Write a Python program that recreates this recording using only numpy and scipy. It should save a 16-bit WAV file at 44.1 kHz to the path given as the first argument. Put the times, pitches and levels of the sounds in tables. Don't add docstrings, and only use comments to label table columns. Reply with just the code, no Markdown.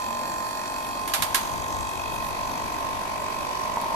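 import sys
import numpy as np
from scipy import signal
from scipy.io import wavfile

SR = 44100
rng = np.random.default_rng(int(sys.argv[2]) if len(sys.argv) > 2 else 0)


def to_wav(s):
    ch = np.atleast_2d(s).T
    pcm = np.round(np.clip(ch, -1, 1) * 32767)
    wavfile.write(sys.argv[1], SR, pcm.astype(np.int16))


def invert_db(level):
    return 10 ** (np.asarray(level, dtype=float) / 20)


N = 174195

# time in seconds, relative strength in dB, time to fall 60 dB in seconds.
SNAP_EVENTS = [(1.077, -19.5, 0.28), (1.137, -8, 0.23), (1.222, -8.5, 0.16), (1.3455, -5, 0.2),
               (3.8134, -21.5, 0.015)]


def rms_one(x):
    return x / np.sqrt(np.mean(x ** 2) + 1e-20)


def in_time(rows):
    s, *columns = np.transpose(rows)
    return [np.interp(np.arange(N) / SR, s, c) for c in columns]


def at_hz(points, hz):
    point_hz, value = np.transpose(points)
    return np.interp(np.log(hz), np.log(np.maximum(point_hz, 1)), value)


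def blend(before, after, swing):
    return before + (after - before) * swing


def sides(db):
    return invert_db(np.array([db / 2, -db / 2]).reshape(2, -1))


def drift(rate):
    r = np.exp(-80 * np.pi * rate / SR)
    noise = rng.standard_normal(N // 40 + 2002)
    slow = signal.lfilter([1], [1, -2 * r, r * r], noise)[2000:]
    return np.interp(np.arange(N) / 40, np.arange(len(slow)), rms_one(slow))


def ring(clicks, hz, t60):
    r, w = invert_db(-60 / (t60 * SR)), 2 * np.pi * hz / SR
    return signal.lfilter([0, np.sin(w)], [1, -2 * r * np.cos(w), r * r], clicks + 1e-18)


def bands(x, low_hz):
    edges = low_hz * 2 ** np.arange(0, np.log2(19000 / low_hz), 1 / 3)
    for k, (low, high) in enumerate(zip(edges, edges[1:])):
        sos = signal.butter(2, [low, high], "band", fs=SR, output="sos")
        yield np.sqrt(low * high), signal.sosfilt(sos, x[k % 2])


def bump(start, length):
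    return np.sin(np.pi * np.clip((np.arange(N) / SR - start) / length, 0, 1))


def hum(turn, swing):
    # multiple of shaft speed, then relative level in dB before, midway and after the swing,
    # first the three at the left, then the three at the right.
    lines = [(1, -61, -54, -60, -54, -54, -56), (12, -51, -45, -44, -64, -61, -56),
             (13, -44, -43, -46, -50, -49, -49), (14, -44, -45, -45, -49, -52, -57),
             (15, -48, -45, -43, -55, -56, -50), (16, -58, -56, -57, -53, -49, -59),
             (17, -59, -52, -51, -68, -60, -58), (18, -41, -41, -44, -46, -50, -44),
             (19, -40, -36, -36, -44, -48, -40), (20, -48, -40, -43, -41, -42, -45),
             (21, -46, -40, -45, -44, -37, -33.5), (22, -34, -39, -54, -32, -31, -32),
             (23, -50, -55, -59, -51, -49, -51), (24, -63, -54, -63, -58, -49, -45),
             (27, -58, -56, -55, -61, -57, -62)]
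    throb_turn, right_lag_turn = .035, .013
    smear_rad = .35
    waver_db, waver_rad, flutter_db = 1.7, 0.25, .4
    out = np.zeros((2, N))
    flutter = flutter_db * drift(4)
    centre = blend(20.3, 21.5, swing)
    for k, *db in lines:
        waver = waver_rad * drift(7.9)
        for c in range(2):
            phase = 2 * np.pi * k * (turn - throb_turn - c * right_lag_turn)
            phase = phase - smear_rad * (k - centre) ** 2 + waver
            level_db = np.interp(swing, [0, .5, 1], db[3 * c:3 * c + 3])
            gain = np.sqrt(2) * invert_db(level_db + waver_db * drift(5.3) + flutter)
            out[c] -= gain * np.cos(phase)
    return out


def knock_times(turn):
    # share of a turn, relative strength in dB.
    pattern = [(.91, 0), (.965, -2), (.04, 0), (.45, -7), (.68, -5)]
    share, db = np.transpose(pattern)
    place = np.arange(int(turn[-1]))[:, None] + share
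    return np.interp(place, turn, np.arange(N)).astype(int), db


def knocks(turn, swing):
    # frequency in Hz, relative level in dB before, midway and after the swing,
    # left minus right in dB before and after, time to fall 60 dB in seconds.
    casing = [(950, 1, -4.5, 15.5, -16, -24.5, 0.011), (1630, 8, -11, 8, -14, 2, 0.015),
              (2050, -5, -7, 4, 3, 1, .012), (2534, 1, 6, 1, -3, 5, 0.022),
              (3326, -5, -4.5, -3, 5, 3, 0.009), (3950, -3, 3, -5, 3, 2, 0.011),
              (4450, 5, 0, 1, -5, 10, 0.007), (4800, 5, -3, 6, -4, 7, 0.009),
              (5800, 0, -14, 11.5, -14, -9.5, 0.011), (6510, 4.5, 6, -3, 20, 17, 0.0053),
              (7506, 4.5, 13.5, 3, -8, -4, .007)]
    level_rms_db, scatter_db, wander_db = -40.5, 3, 3.5
    at, db = knock_times(turn)
    out = 0
    for hz, *level_db, side_before, side_after, t60 in casing:
        clicks = np.zeros((2, N))
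        scatter = scatter_db * rng.standard_normal(at.shape)
        clicks[:, at] = invert_db(db + scatter + wander_db * drift(1.03)[at])
        lags = rng.integers(0, 30) + rng.integers(0, 6, 2)
        clicks = np.array([np.roll(c, lag) for c, lag in zip(clicks, lags)])
        gain = invert_db(np.interp(swing, [0, .5, 1], level_db))
        gain = gain * sides(blend(side_before, side_after, swing))
        out = out + gain * ring(clicks, hz, t60)
    return invert_db(level_rms_db) * rms_one(out)


def shudder(turn, swing):
    t60_s, scatter_db = .035, -1
    at, db = knock_times(turn)
    clicks, out = np.zeros(N), 0
    clicks[at] = invert_db(db + scatter_db * rng.standard_normal(at.shape))
    decay = invert_db(-60 * np.arange(4096) / SR / t60_s)
    for place in np.linspace(0, 1, 4):
        response = rng.standard_normal((2, 4096)) * decay
        near = np.cos(np.pi / 2 * np.clip(3 * np.abs(swing - place), 0, 1))
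        out = out + near * signal.fftconvolve(clicks[None], response, axes=1)[:, :N]
    return rms_one(out)


def whirr(turn, swing):
    # frequency in Hz, relative level in dB per Hz.
    colour_before = [(15, -42), (25, -37), (160, -14), (287, -7.5), (428, -16.5), (1030, -8), (1240, -14.5),
                     (2460, -17), (2970, -34), (3210, -19.5), (4910, -15), (5320, -20), (7710, -21),
                     (14200, -33)]
    colour_after = [(15, -44), (25, -27.5), (272, -8.5), (428, -12.5), (620, -10), (787, -8), (1050, -9),
                    (1240, -15), (2530, -13), (3670, -20), (4780, -18.5), (9290, -28.5), (12400, -26),
                    (14200, -39)]
    # frequency in Hz, left minus right in dB.
    lean_before = [(60, 26), (130, -5), (290, 1), (630, 5.5), (1390, 6), (3050, -1), (6700, -4.5),
                   (14700, -17.5)]
    lean_after = [(60, -5), (130, 0.5), (290, 3), (630, 5.5), (1390, -2), (3050, 5.5), (6700, 9.5),
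                  (14700, -6)]
    # frequency in Hz, likeness of the steady noise left to right, -1 to 1.
    likeness = [(60, 0.45), (180, 0.44), (540, 0.86), (1630, -0.36), (4890, -0.055), (14700, 0.11)]
    # frequency in Hz, share of the power that shudders with the knocks, 0 to 1.
    pulsing = [(300, 0.11), (600, 0), (1100, 0.41), (2000, 0.62), (4500, 0.71), (8000, 0.84), (14000, 0.09)]
    db_before, db_after, patchy_db = -37, -35.5, 1.04
    out, power = 0, np.zeros(2)
    beat = shudder(turn, swing)
    sources = np.concatenate([rng.standard_normal((2, 2, N)), [beat, beat]], axis=1)
    for hz, (mid, side, *pulse) in bands(sources, low_hz=24.57):
        share = np.clip(at_hz(pulsing, hz), 0, .95)
        alike = np.clip(at_hz(likeness, hz), -.95, .95)
        ends = at_hz(colour_before, hz), at_hz(colour_after, hz)
        power += invert_db(np.array(ends)) ** 2 * np.mean(mid ** 2)
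        lean = blend(at_hz(lean_before, hz), at_hz(lean_after, hz), swing)
        gain = invert_db(blend(*ends, swing) + patchy_db * drift(11.5)) * sides(lean)
        steady = np.sqrt(1 + alike) * mid + np.sqrt(1 - alike) * side * [[1], [-1]]
        pulses = np.sqrt(2 * share) * np.array(pulse)
        out = out + gain * (np.sqrt(1 - share) * steady + pulses)
    return out * invert_db(blend(db_before, db_after, swing)) / blend(*np.sqrt(power), swing)


def gusts():
    # time in seconds, relative level in dB.
    strength = [(0, -51), (1.17, -52), (1.2, -31.5), (1.24, -46.5), (1.45, -47), (1.55, -36), (1.66, -45),
                (1.8, -37.5), (1.88, -45.5), (2.1, -43), (2.45, -44.5), (3.95, -51.5)]
    lift_db, right_db = 4.5, -13.5
    sos = signal.butter(2, [22, 128], "band", fs=SR, output="sos")
    low = signal.sosfilt(sos, rng.standard_normal((2, N)))
    return invert_db(in_time(strength)[0] + lift_db) * rms_one(low) * invert_db(np.array([[0], [right_db]]))


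def moans():
    # start in seconds, length in seconds, base pitch in Hz, rise of the arch in Hz,
    # level in dB, left minus right in dB.
    notes = [(0.047, 0.3, 200, 38, -43, -1), (2.457, 0.24, 247.5, 7.9, -47.5, -1)]
    out = 0
    for s, length, hz, arch_hz, db, side_db in notes:
        swell = bump(s, length)
        gain = sides(side_db) * invert_db(db + 2.0 * drift(6)) * np.sqrt(2 * swell)
        pitch_hz = hz + arch_hz * swell + 4 * drift(12.0)
        out = out + gain * np.sin(2 * np.pi * np.cumsum(pitch_hz) / SR)
    return out


def snaps():
    # frequency in Hz, relative level in dB.
    colour = [(530, -27), (900, -5.5), (1050, -2.5), (1440, -4.5), (4160, -4.5), (5020, -8), (11400, -11),
              (14300, -14.5), (15000, -36)]
    # frequency in Hz, left minus right in dB.
    lean = [(60, 7.5), (180, 0.5), (540, 0), (1630, -3.5), (4890, -1), (14700, -21.5)]
    rise_s, crack_db, crack_s = 0.0015, 4.5, 0.0026
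    rebound_s, rebound_db = 0.0107, -26
    tail_db, tail_t60_s = -12.5, 1
    grit_per_s, grit_db = 6000, 3.0
    click_db, click_late_s = 16.5, 0.0017
    treble_loss_db_per_s_khz, treble_loss_s = 10.5, 0.041
    overall_db = 0.5
    t, shape, tail = np.arange(N) / SR, 0, 0
    for s, db, t60 in SNAP_EVENTS:
        for late, loss_db in [(0, 0), (rebound_s, rebound_db)]:
            u = np.maximum(t - s - late + rise_s, 0)
            rise = invert_db(db + loss_db) * (1 - np.exp(-u / rise_s))
            shape = shape + rise * (invert_db(-60 * u / t60) + invert_db(crack_db) * np.exp(-u / crack_s))
            tail = tail + rise * invert_db(tail_db - 60 * u / tail_t60_s) * min(t60 / 0.37, 1)
    size = (2, 2, N)
    grains = rng.random(size) < grit_per_s / SR
    grain_height = invert_db(grit_db * np.minimum(rng.exponential(1, size), 3))
    grit = grains * grain_height * rng.choice([-1, 1], size)
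    burst = rms_one(grit + 0.35 * rng.standard_normal(size)) * shape
    source = burst + tail * rng.standard_normal(size)
    s, db, _ = np.transpose(SNAP_EVENTS)
    source[..., ((s + click_late_s) * SR).astype(int)] += invert_db(db + click_db)
    since = np.clip(t - s[np.maximum(np.searchsorted(s, t) - 1, 0)], 0, treble_loss_s)
    source[1] = source[0] * 0.71 + source[1] * 0.65
    out = 0
    for hz, x in bands(source, low_hz=507.3):
        loss_db = treble_loss_db_per_s_khz * since * hz / 1000
        out = out + invert_db(at_hz(colour, hz) - loss_db) * sides(at_hz(lean, hz)) * x
    return invert_db(overall_db) * out


def snap_body():
    # frequency in Hz, left level in dB relative to the snap, time to fall 60 dB in seconds.
    modes = [(1063, -23, 0.1), (1307, -31.5, 0.16), (1645, -27, 0.13)]
    right_db, scatter_db = 5, 3
    s, db, _ = np.transpose(SNAP_EVENTS)
    out = np.zeros((2, N))
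    for hz, level_db, t60 in modes:
        clicks = np.zeros((2, N))
        strength_db = db + level_db + scatter_db * rng.standard_normal(len(s))
        clicks[:, (s * SR).astype(int)] = invert_db(strength_db + [[0], [right_db]])
        out += ring(clicks, hz, t60)
    return out


def rustles():
    # start in seconds, length in seconds, level in dB before the treble filter.
    swells = [(2.102, 0.091, -37), (2.2, 0.14, -37.5)]
    left_db = -9
    sos = signal.butter(2, 8000, "high", fs=SR, output="sos")
    hiss = signal.sosfilt(sos, rng.standard_normal((2, N)))
    envelope = sum(invert_db(db) * bump(s, length) for s, length, db in swells)
    return hiss * envelope * invert_db(np.array([[left_db], [0]]))


def dull_bursts():
    # time in seconds, strength in dB.
    hits = [(2.83, -35), (3.733, -30), (3.771, -24), (3.836, -31.5), (3.857, -32), (3.92, -32),
            (3.941, -33)]
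    # frequency in Hz, level in dB relative to the hit,
    # time to fall 60 dB in seconds.
    modes = [(457, -14, 0.11), (850, -12, 0.083), (924, 2, 0.053), (966, -11.5, 0.4), (965, 0, .04)]
    scatter_db = 2.0
    s, db = np.transpose(hits)
    out = np.zeros((2, N))
    for hz, level_db, t60 in modes:
        clicks = np.zeros((2, N))
        scatter = scatter_db * rng.standard_normal((2, len(s)))
        clicks[:, (s * SR).astype(int)] = invert_db(db + level_db + scatter)
        out += ring(clicks, hz, t60)
    return out


def scene():
    # time in seconds, swing from 0 to 1,
    # gain of hum and knocks in dB.
    path = [(0, 0.19, 0.5), (.6, 0.08, -1), (1.05, 0.25, -2), (1.5, 0.47, -1), (2, 0.5, -2.5),
            (2.4, 0.73, -1), (3, 0.78, -1), (3.6, 0.94, -2), (3.72, 0.84, -0.5), (3.83, 0.75, -1),
            (3.95, 0.88, -0.5)]
    start_turn, full_speed_hz, short_by_hz, settle_s = .01, 48.3, 1.57, 1.08
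    speed_hz = full_speed_hz - short_by_hz * np.exp(-np.arange(N) / SR / settle_s)
    turn = start_turn + np.cumsum(speed_hz) / SR
    swing, level_db = in_time(path)
    swing = np.clip(swing, 0, 1)
    motor = invert_db(level_db) * (hum(turn, swing) + knocks(turn, swing)) + whirr(turn, swing)
    return motor + gusts() + moans() + snaps() + snap_body() + rustles() + dull_bursts()


def top_cut(x):
    return signal.sosfilt(signal.butter(12, 15290, fs=SR, output="sos"), x)


def record(dry):
    low_pass = signal.cheby2(18, 50, 14850, fs=SR, output="sos")
    mix = signal.sosfilt(low_pass, dry)
    return top_cut(mix)


dry = scene()
out = record(dry)
to_wav(out)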